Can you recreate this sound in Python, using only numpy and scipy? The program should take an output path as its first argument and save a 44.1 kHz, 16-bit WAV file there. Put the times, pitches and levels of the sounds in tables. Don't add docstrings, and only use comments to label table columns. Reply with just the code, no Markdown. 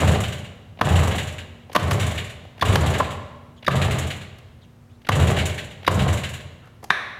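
import sys
import numpy as np
from scipy import signal
from scipy.fft import rfft, irfft
from scipy.io import wavfile
from scipy.ndimage import uniform_filter1d

SR = 44100
rng = np.random.default_rng(int(sys.argv[2]) if len(sys.argv) > 2 else 0)


def rack_gain(trim_db):
    fader = np.asarray(trim_db, float)
    return 10 ** (fader / 20)


def unload_audio(sound):
    columns = np.transpose(np.atleast_2d(sound))
    steps = np.round(np.clip(columns, -1, 1) * 32767)
    wavfile.write(sys.argv[1], SR, steps.astype(np.int16))


N = 317107

# [f/Hz, width/Hz, level/dB]
CASE_MODES = [(1574, 300, 0), (2140, 460, -0.5), (2913, 360, 1.5), (3295, 144, 1.5), (3610, 660, -3)]
# [f/Hz, width/Hz, level/dB]
PIPE_MODES = [(85.3, 18.2, 2), (102.3, 19.2, -5.5), (132.4, 21.9, -3.5), (168.8, 50, -21),
              (198.5, 20.3, -11.5), (231.5, 19, -30)]
# [f/Hz, density/dB per Hz]
PORT_HISS = [(2530, -53), (4300, -21), (5980, -1.5), (6460, -5.5), (6790, 4), (7790, 2), (8500, -4),
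             (11600, -7), (12600, -15), (15100, -12), (16000, -31)]


def evened(x):
    return x / np.sqrt(np.mean(x ** 2) + 1e-20)


def peaked(x):
    return x / abs(x).max()


def read(points, hz):
    f, value = np.transpose(points)
    return np.interp(np.log(hz + 1), np.log(f + 1), value)


def add(mix, start_s, sound):
    part = mix[round(max(start_s, 0) * SR):][:len(sound)]
    part += sound[:len(part)]


def coloured(points):
    spectrum = rfft(rng.standard_normal(N))
    return evened(irfft(spectrum * rack_gain(read(points, np.fft.rfftfreq(N, 1 / SR))), N))


def body(x, modes):
    out = np.zeros(len(x))
    for k, (hz, width_hz, db) in enumerate(modes):
        r = np.exp(-np.pi * 1.62 * width_hz / SR)
        pole = r * np.exp(2j * np.pi * hz / SR)
        ring = x
        for _ in range(2):
            ring = 2 * signal.lfilter([1 - r], [1, -pole], ring).real
        out += (-1) ** k * rack_gain(db) * ring
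    return out


def crank():
    # [start t/s, rise/s, driven/s, gears level/dB, pipes level/dB]
    kicks = [
        (-0.06, 0.12, 0.08, -23, -15),
        (0.815, 0.1, 0.23, -23, -16.5),
        (1.762, 0.12, 0.25, -27.5, -20),
        (2.625, 0.065, 0.31, -23, -16.5),
        (3.683, 0.085, 0.24, -26, -18),
        (5.09, 0.095, 0.22, -23, -16),
        (5.879, 0.105, 0.13, -25.5, -17),
    ]
    start_db, sag_db_per_s, coast_db_per_s = (-8, -10), (20, 24), (105, 115)
    power = np.zeros((3, N))
    for start_s, rise_s, driven_s, *tops_db in kicks:
        t = np.arange(N) / SR - start_s
        rising = np.clip(1 - t / rise_s, 0, 1)
        held_s = np.clip(t - rise_s, 0, driven_s)
        coasting_s = np.clip(t - rise_s - driven_s, 0, None)
        gears_db, pipes_db = (top + start * rising - sag * held_s - coast * coasting_s for top, start, sag, coast
                              in zip(tops_db, start_db, sag_db_per_s, coast_db_per_s))
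        bright_db = np.minimum(-8 + 25 * t, 1)
        breathing_db = tops_db[1] - 11.5 - 27 * t
        kick = rack_gain(2 * np.array([gears_db, gears_db + bright_db, pipes_db]))
        kick[2] += rack_gain(2 * breathing_db)
        power += kick * np.clip(t / 0.008, 0, 1)
    return np.sqrt(power)


def ports(pipes):
    # [t/s, air level/dB]
    spits = [(0.1146, -25.5), (0.202, -22), (0.2788, -30), (1.03, -23.5), (1.073, -24), (1.153, -26),
             (1.226, -32), (1.3225, -37), (1.8254, -31), (1.8713, -33), (1.9273, -22.5), (2.0643, -23),
             (2.15, -33), (2.805, -26), (2.9, -29), (2.981, -24), (3.8434, -31), (3.9834, -20),
             (4.0676, -29), (4.1594, -38), (5.1523, -24.5), (5.3018, -26), (5.454, -18), (5.5413, -35),
             (5.641, -37), (5.909, -25.5), (5.9406, -27), (6.0186, -31), (6.127, -22), (6.289, -31)]
    # [t/s, air level/dB]
    puffs = [(0.0, -23.5), (0.04, -33), (0.0732, -24), (0.3216, -31), (0.38, -41), (0.8455, -28),
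             (0.8864, -28), (0.9204, -35), (0.9547, -24.5), (0.9894, -31), (1.27, -32.5), (1.9962, -23),
             (2.109, -32), (2.241, -37), (2.294, -38), (2.6494, -24.5), (2.6807, -30), (2.7236, -26),
             (2.8596, -25), (3.104, -34), (3.7534, -27), (3.9072, -25), (5.1954, -27), (5.219, -31),
             (5.269, -25.5), (6.0777, -27), (6.1705, -30), (6.334, -32)]
    # [t/s, air level/dB]
    chuffs = [(0.1414, -33), (0.235, -31), (0.443, -44), (1.1094, -32), (1.18, -28), (1.3805, -37),
              (1.793, -36), (2.0265, -38), (2.1765, -30), (2.9357, -31), (3.04, -38), (3.708, -33),
              (3.8142, -26), (3.942, -44), (4.0194, -38), (4.102, -31), (4.21, -42), (5.117, -28),
              (5.3635, -28.5), (5.385, -29), (5.4913, -36), (5.5777, -32), (5.704, -45), (5.9903, -29),
              (6.234, -29.5), (6.3994, -47)]
    # (rows, case sound/dB re air, thump/dB re pipes, length/s)
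    kinds = [(spits, -4, 1.5, 0.015), (puffs, 3.5, 3, 0.023), (chuffs, 9.5, 1.5, 0.022)]
    hiss, case, steps = np.zeros((3, N))
    t = np.arange(6000) / SR
    for rows, case_db, thump_db, length_s in kinds:
        burst = (1 - np.exp(-t / 0.0035)) * np.exp(-t / (1.15 * length_s))
        for start_s, air_db in rows:
            add(hiss, start_s, rack_gain(air_db - 10.5) * burst)
            add(case, start_s, rack_gain(air_db + case_db - 6.5) * burst)
            add(steps, start_s, rack_gain(thump_db - 4.5) * np.hanning(160))
    shove = (45, 30, -11)
    thump = rack_gain(16.5) * body(steps * pipes, PIPE_MODES + [shove])
    case_noise = evened(body(rng.standard_normal(N), CASE_MODES))
    return hiss * coloured(PORT_HISS) + case * case_noise + thump


def whirr(gears, rattle, pipes):
    # [f/Hz, width/Hz, level/dB]
    gear_modes = [(189.5, 105, 0.5), (433, 132, -1), (626, 111, 0), (770, 85, -0.5), (1100, 420, -5.5)]
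    hits = rng.random(N) < 900 / SR
    hit_gain = rack_gain(3.14 * np.minimum(rng.exponential(1, N), 4))
    teeth = rng.standard_normal(N) * (0.18 + hit_gain * hits)
    drone = evened(body(rng.standard_normal(N), PIPE_MODES))
    drone = drone / (0.18 + uniform_filter1d(drone ** 2, size=1600)) ** 0.36
    low = rack_gain(-3) * gears * evened(body(teeth, gear_modes))
    high = rack_gain(-12) * rattle * evened(body(teeth, CASE_MODES))
    leak = rack_gain(-28) * gears * coloured(PORT_HISS)
    return low + high + rack_gain(-3.5) * pipes * evened(drone) + leak


def background():
    # [f/Hz, density/dB per Hz]
    air = [(15, 2), (45, 2), (108, 7), (170, -4), (236, -10), (354, -12), (463, -13), (734, -18.5),
           (936, -19), (2000, -26), (3340, -33.5), (5280, -35), (16000, -43)]
    # [t/s, level/dB]
    hum_levels = [(0.0, -58), (0.64, -60), (1.3, -58), (1.6, -56), (2.0, -60), (2.45, -63), (3.1, -56),
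                  (3.5, -57), (4.0, -62), (4.48, -65), (4.8, -59), (5.19, -57), (5.75, -62), (7.19, -64.5)]
    s, db = np.transpose(hum_levels)
    waver = evened(uniform_filter1d(rng.standard_normal(N), size=9000))
    hum_hz = 237.8 + 2.6 * waver
    hum = np.sqrt(2) * np.sin(2 * np.pi * np.cumsum(hum_hz) / SR)
    return rack_gain(-50) * coloured(air) + rack_gain(np.interp(np.arange(N) / SR, s, db)) * hum


def garage(x):
    # [f/Hz, t60/s]
    decay = [(60, 1.01), (150, 1.16), (500, 1.286), (1500, 1.057), (4000, 1.07), (8000, 0.68),
             (16000, 0.55)]
    taps = np.zeros(2 * SR)
    at = np.arange(300, 2 * SR - 20, 20)
    taps[at + rng.integers(0, 20, len(at))] = rng.choice([-1., 1.], len(at))
    hz, t, z = signal.stft(taps, SR, nperseg=512)
    fade = rack_gain(-60 * t / read(decay, hz)[:, None])
    tail = signal.istft(z * fade, SR, nperseg=512)[1]
    return signal.fftconvolve(x, tail / np.linalg.norm(tail))[:N]


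def chatter(length_s, grit):
    t = np.arange(4000) / SR / length_s
    shape = t * np.exp(-(t / 0.87) ** 2) + 0.14 * np.minimum(t, 1) * np.exp(-t / 1.3)
    z = rfft(rng.standard_normal(len(t)) * shape)
    flat = z / np.sqrt(uniform_filter1d(abs(z) ** 2, size=9))
    contact = irfft(flat, len(t)) * np.sqrt(shape)
    impact = np.exp(-((t - 0.5) / 0.0066) ** 2)
    return grit * 1.6 * peaked(contact) + 1.1 * impact


def blow(db, hz, case_db, tick_db, length_s):
    force = chatter(length_s, 1.0)
    ring = body(force, [(hz, 200, 0), (0.5 * hz, 250, -7), (1.25 * hz, 260, -8)])
    case = body(force, CASE_MODES)
    tick = body(force, [(4300, 600, 4), (6200, 1700, 1), (10500, 3000, -3), (14500, 2000, -7)])
    frame = body(force, [(170, 135, 2), (332, 62, -6)])
    struck = peaked(ring) + rack_gain(case_db) * peaked(case)
    return rack_gain(db) * (struck + rack_gain(tick_db) * peaked(tick) + rack_gain(-14) * peaked(frame))


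def lever():
    # [t/s, level/dB, main ring f/Hz, case level/dB re blow,
    # tick level/dB re blow]
    ticks = [(0.77, -40, 684, -7, -32), (0.787, -33, 654, -1, -31), (0.792, -33, 1050, -12, -21),
             (1.694, -31.5, 620, -14, -27.5), (1.714, -39, 600, 1, -18), (1.727, -37, 1120, 0, 1),
             (2.448, -38, 770, -17.5, -19), (2.576, -40, 687, 0, -15), (2.592, -42, 1480, 2, -3),
             (3.624, -40, 624, 5, -19), (3.644, -43, 1350, 7, -4), (4.382, -43, 620, -3, -6),
             (5.014, -56, 600, 8, -3), (5.046, -44, 600, 5.5, -21), (5.066, -35, 1450, 4, -9),
             (5.827, -38, 711, 3, -19), (5.863, -22, 3800, -4, -14), (6.67, -46, 1180, -8, -15),
             (6.826, -33, 750, -17, -18), (6.838, -32, 822, -7, -4), (6.652, -56, 1380, -10, -3),
             (5.844, -36, 1400, 3, -14)]
    # [t/s, level/dB, main ring f/Hz, brightness/dB, chatter length/s]
    clanks = [(0.81, -6, 1160, -1, 0.0067), (1.748, -11, 1075, 3, 0.0086), (1.759, -7, 1146, 4, 0.0065),
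              (1.906, -15, 1100, 6, 0.013), (2.609, -19, 3500, 3, 0.009), (2.62, -9.5, 1100, 0, 0.0091),
              (2.754, -12, 1035, 9, 0.006), (2.998, -9.5, 1050, -6, 0.009), (3.663, -20, 3700, 3, 0.0081),
              (3.677, -7, 1150, -1, 0.007), (5.087, -8, 1100, 3, 0.0067), (5.875, -6.5, 1100, 3, 0.0065)]
    out = np.zeros(N)
    for start_s, *row in ticks:
        add(out, start_s, blow(*row, length_s=0.008))
    for start_s, db, hz, bright_db, length_s in clanks:
        add(out, start_s, blow(db, hz, -8.5 + bright_db, -19.5 + 1.4 * bright_db, length_s))
    return out


def resonate(x, hz, width_hz):
    turn = np.exp(2j * np.pi * np.cumsum(hz) / SR)
    r = np.exp(-np.pi * width_hz / SR)
    return 2 * (turn * signal.lfilter([1 - r], [1, -r], x / turn + 1e-18)).real


def squeaks():
    # [t/s, f/Hz, level/dB]
    glides = [
        [(3.565, 3600, -53), (3.575, 3460, -60), (3.6, 3060, -59)],
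        [(4.612, 4060, -60), (4.622, 3930, -61), (4.65, 2940, -63), (4.67, 2780, -66)],
        [(4.89, 1900, -65), (4.905, 3000, -64), (4.93, 3460, -75), (4.97, 3950, -63)],
        [(6.6, 1360, -62), (6.66, 1320, -57), (6.72, 1370, -66)],
    ]
    out = np.zeros(N)
    for rows in glides:
        s, hz, db = np.transpose(rows)
        t = np.arange(s[0], s[-1], 1 / SR)
        hz = np.interp(t, s, hz)
        noise = rng.standard_normal(len(t))
        whistle = resonate(resonate(noise, hz, 800), hz, 800)
        octave = resonate(resonate(noise, 2 * hz, 400), 2 * hz, 400)
        tone = evened(whistle) + 0.23 * evened(octave)
        add(out, s[0], rack_gain(np.interp(t, s, db)) * tone * np.hanning(len(t)) ** 0.3)
    return out


def slip():
    # [t/s, peak level/dB, length/s, garage level/dB re slap]
    slap_row = (6.9, 1, 0.009, -6)
    # [f/Hz, width/Hz, level/dB]
    stop_modes = [(150, 90, -16), (378, 134, -15), (690, 260, -11), (1120, 200, -2.5), (1700, 240, 3),
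                  (2300, 480, -9), (3680, 420, -9), (5740, 700, -25), (9000, 3000, -36)]
    start_s, db, length_s, garage_db = slap_row
    slap, sent = np.zeros((2, N))
    force = chatter(length_s, 0.3)
    impulse = signal.unit_impulse(len(force))
    add(slap, start_s, rack_gain(db) * peaked(body(force, stop_modes)))
    add(sent, start_s, rack_gain(db + garage_db) * peaked(body(impulse, stop_modes)))
    return slap, sent


def scene():
    gears, rattle, pipes = crank()
    machine = ports(pipes) + whirr(gears, rattle, pipes) + lever() + squeaks()
    slap, slap_sent = slip()
    return (machine + slap + garage(rack_gain(-9.5) * machine + slap_sent) + background())[None]


def top_cut(x):
    return signal.sosfilt(signal.butter(12, 16370, fs=SR, output="sos"), x)


def record(dry):
    cut = signal.sosfilt(signal.butter(2, 65, "high", fs=SR, output="sos"), dry)
    mix = 1.387 * np.tanh(cut / 1.051)
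    return top_cut(mix)


dry = scene()
out = record(dry)
unload_audio(out)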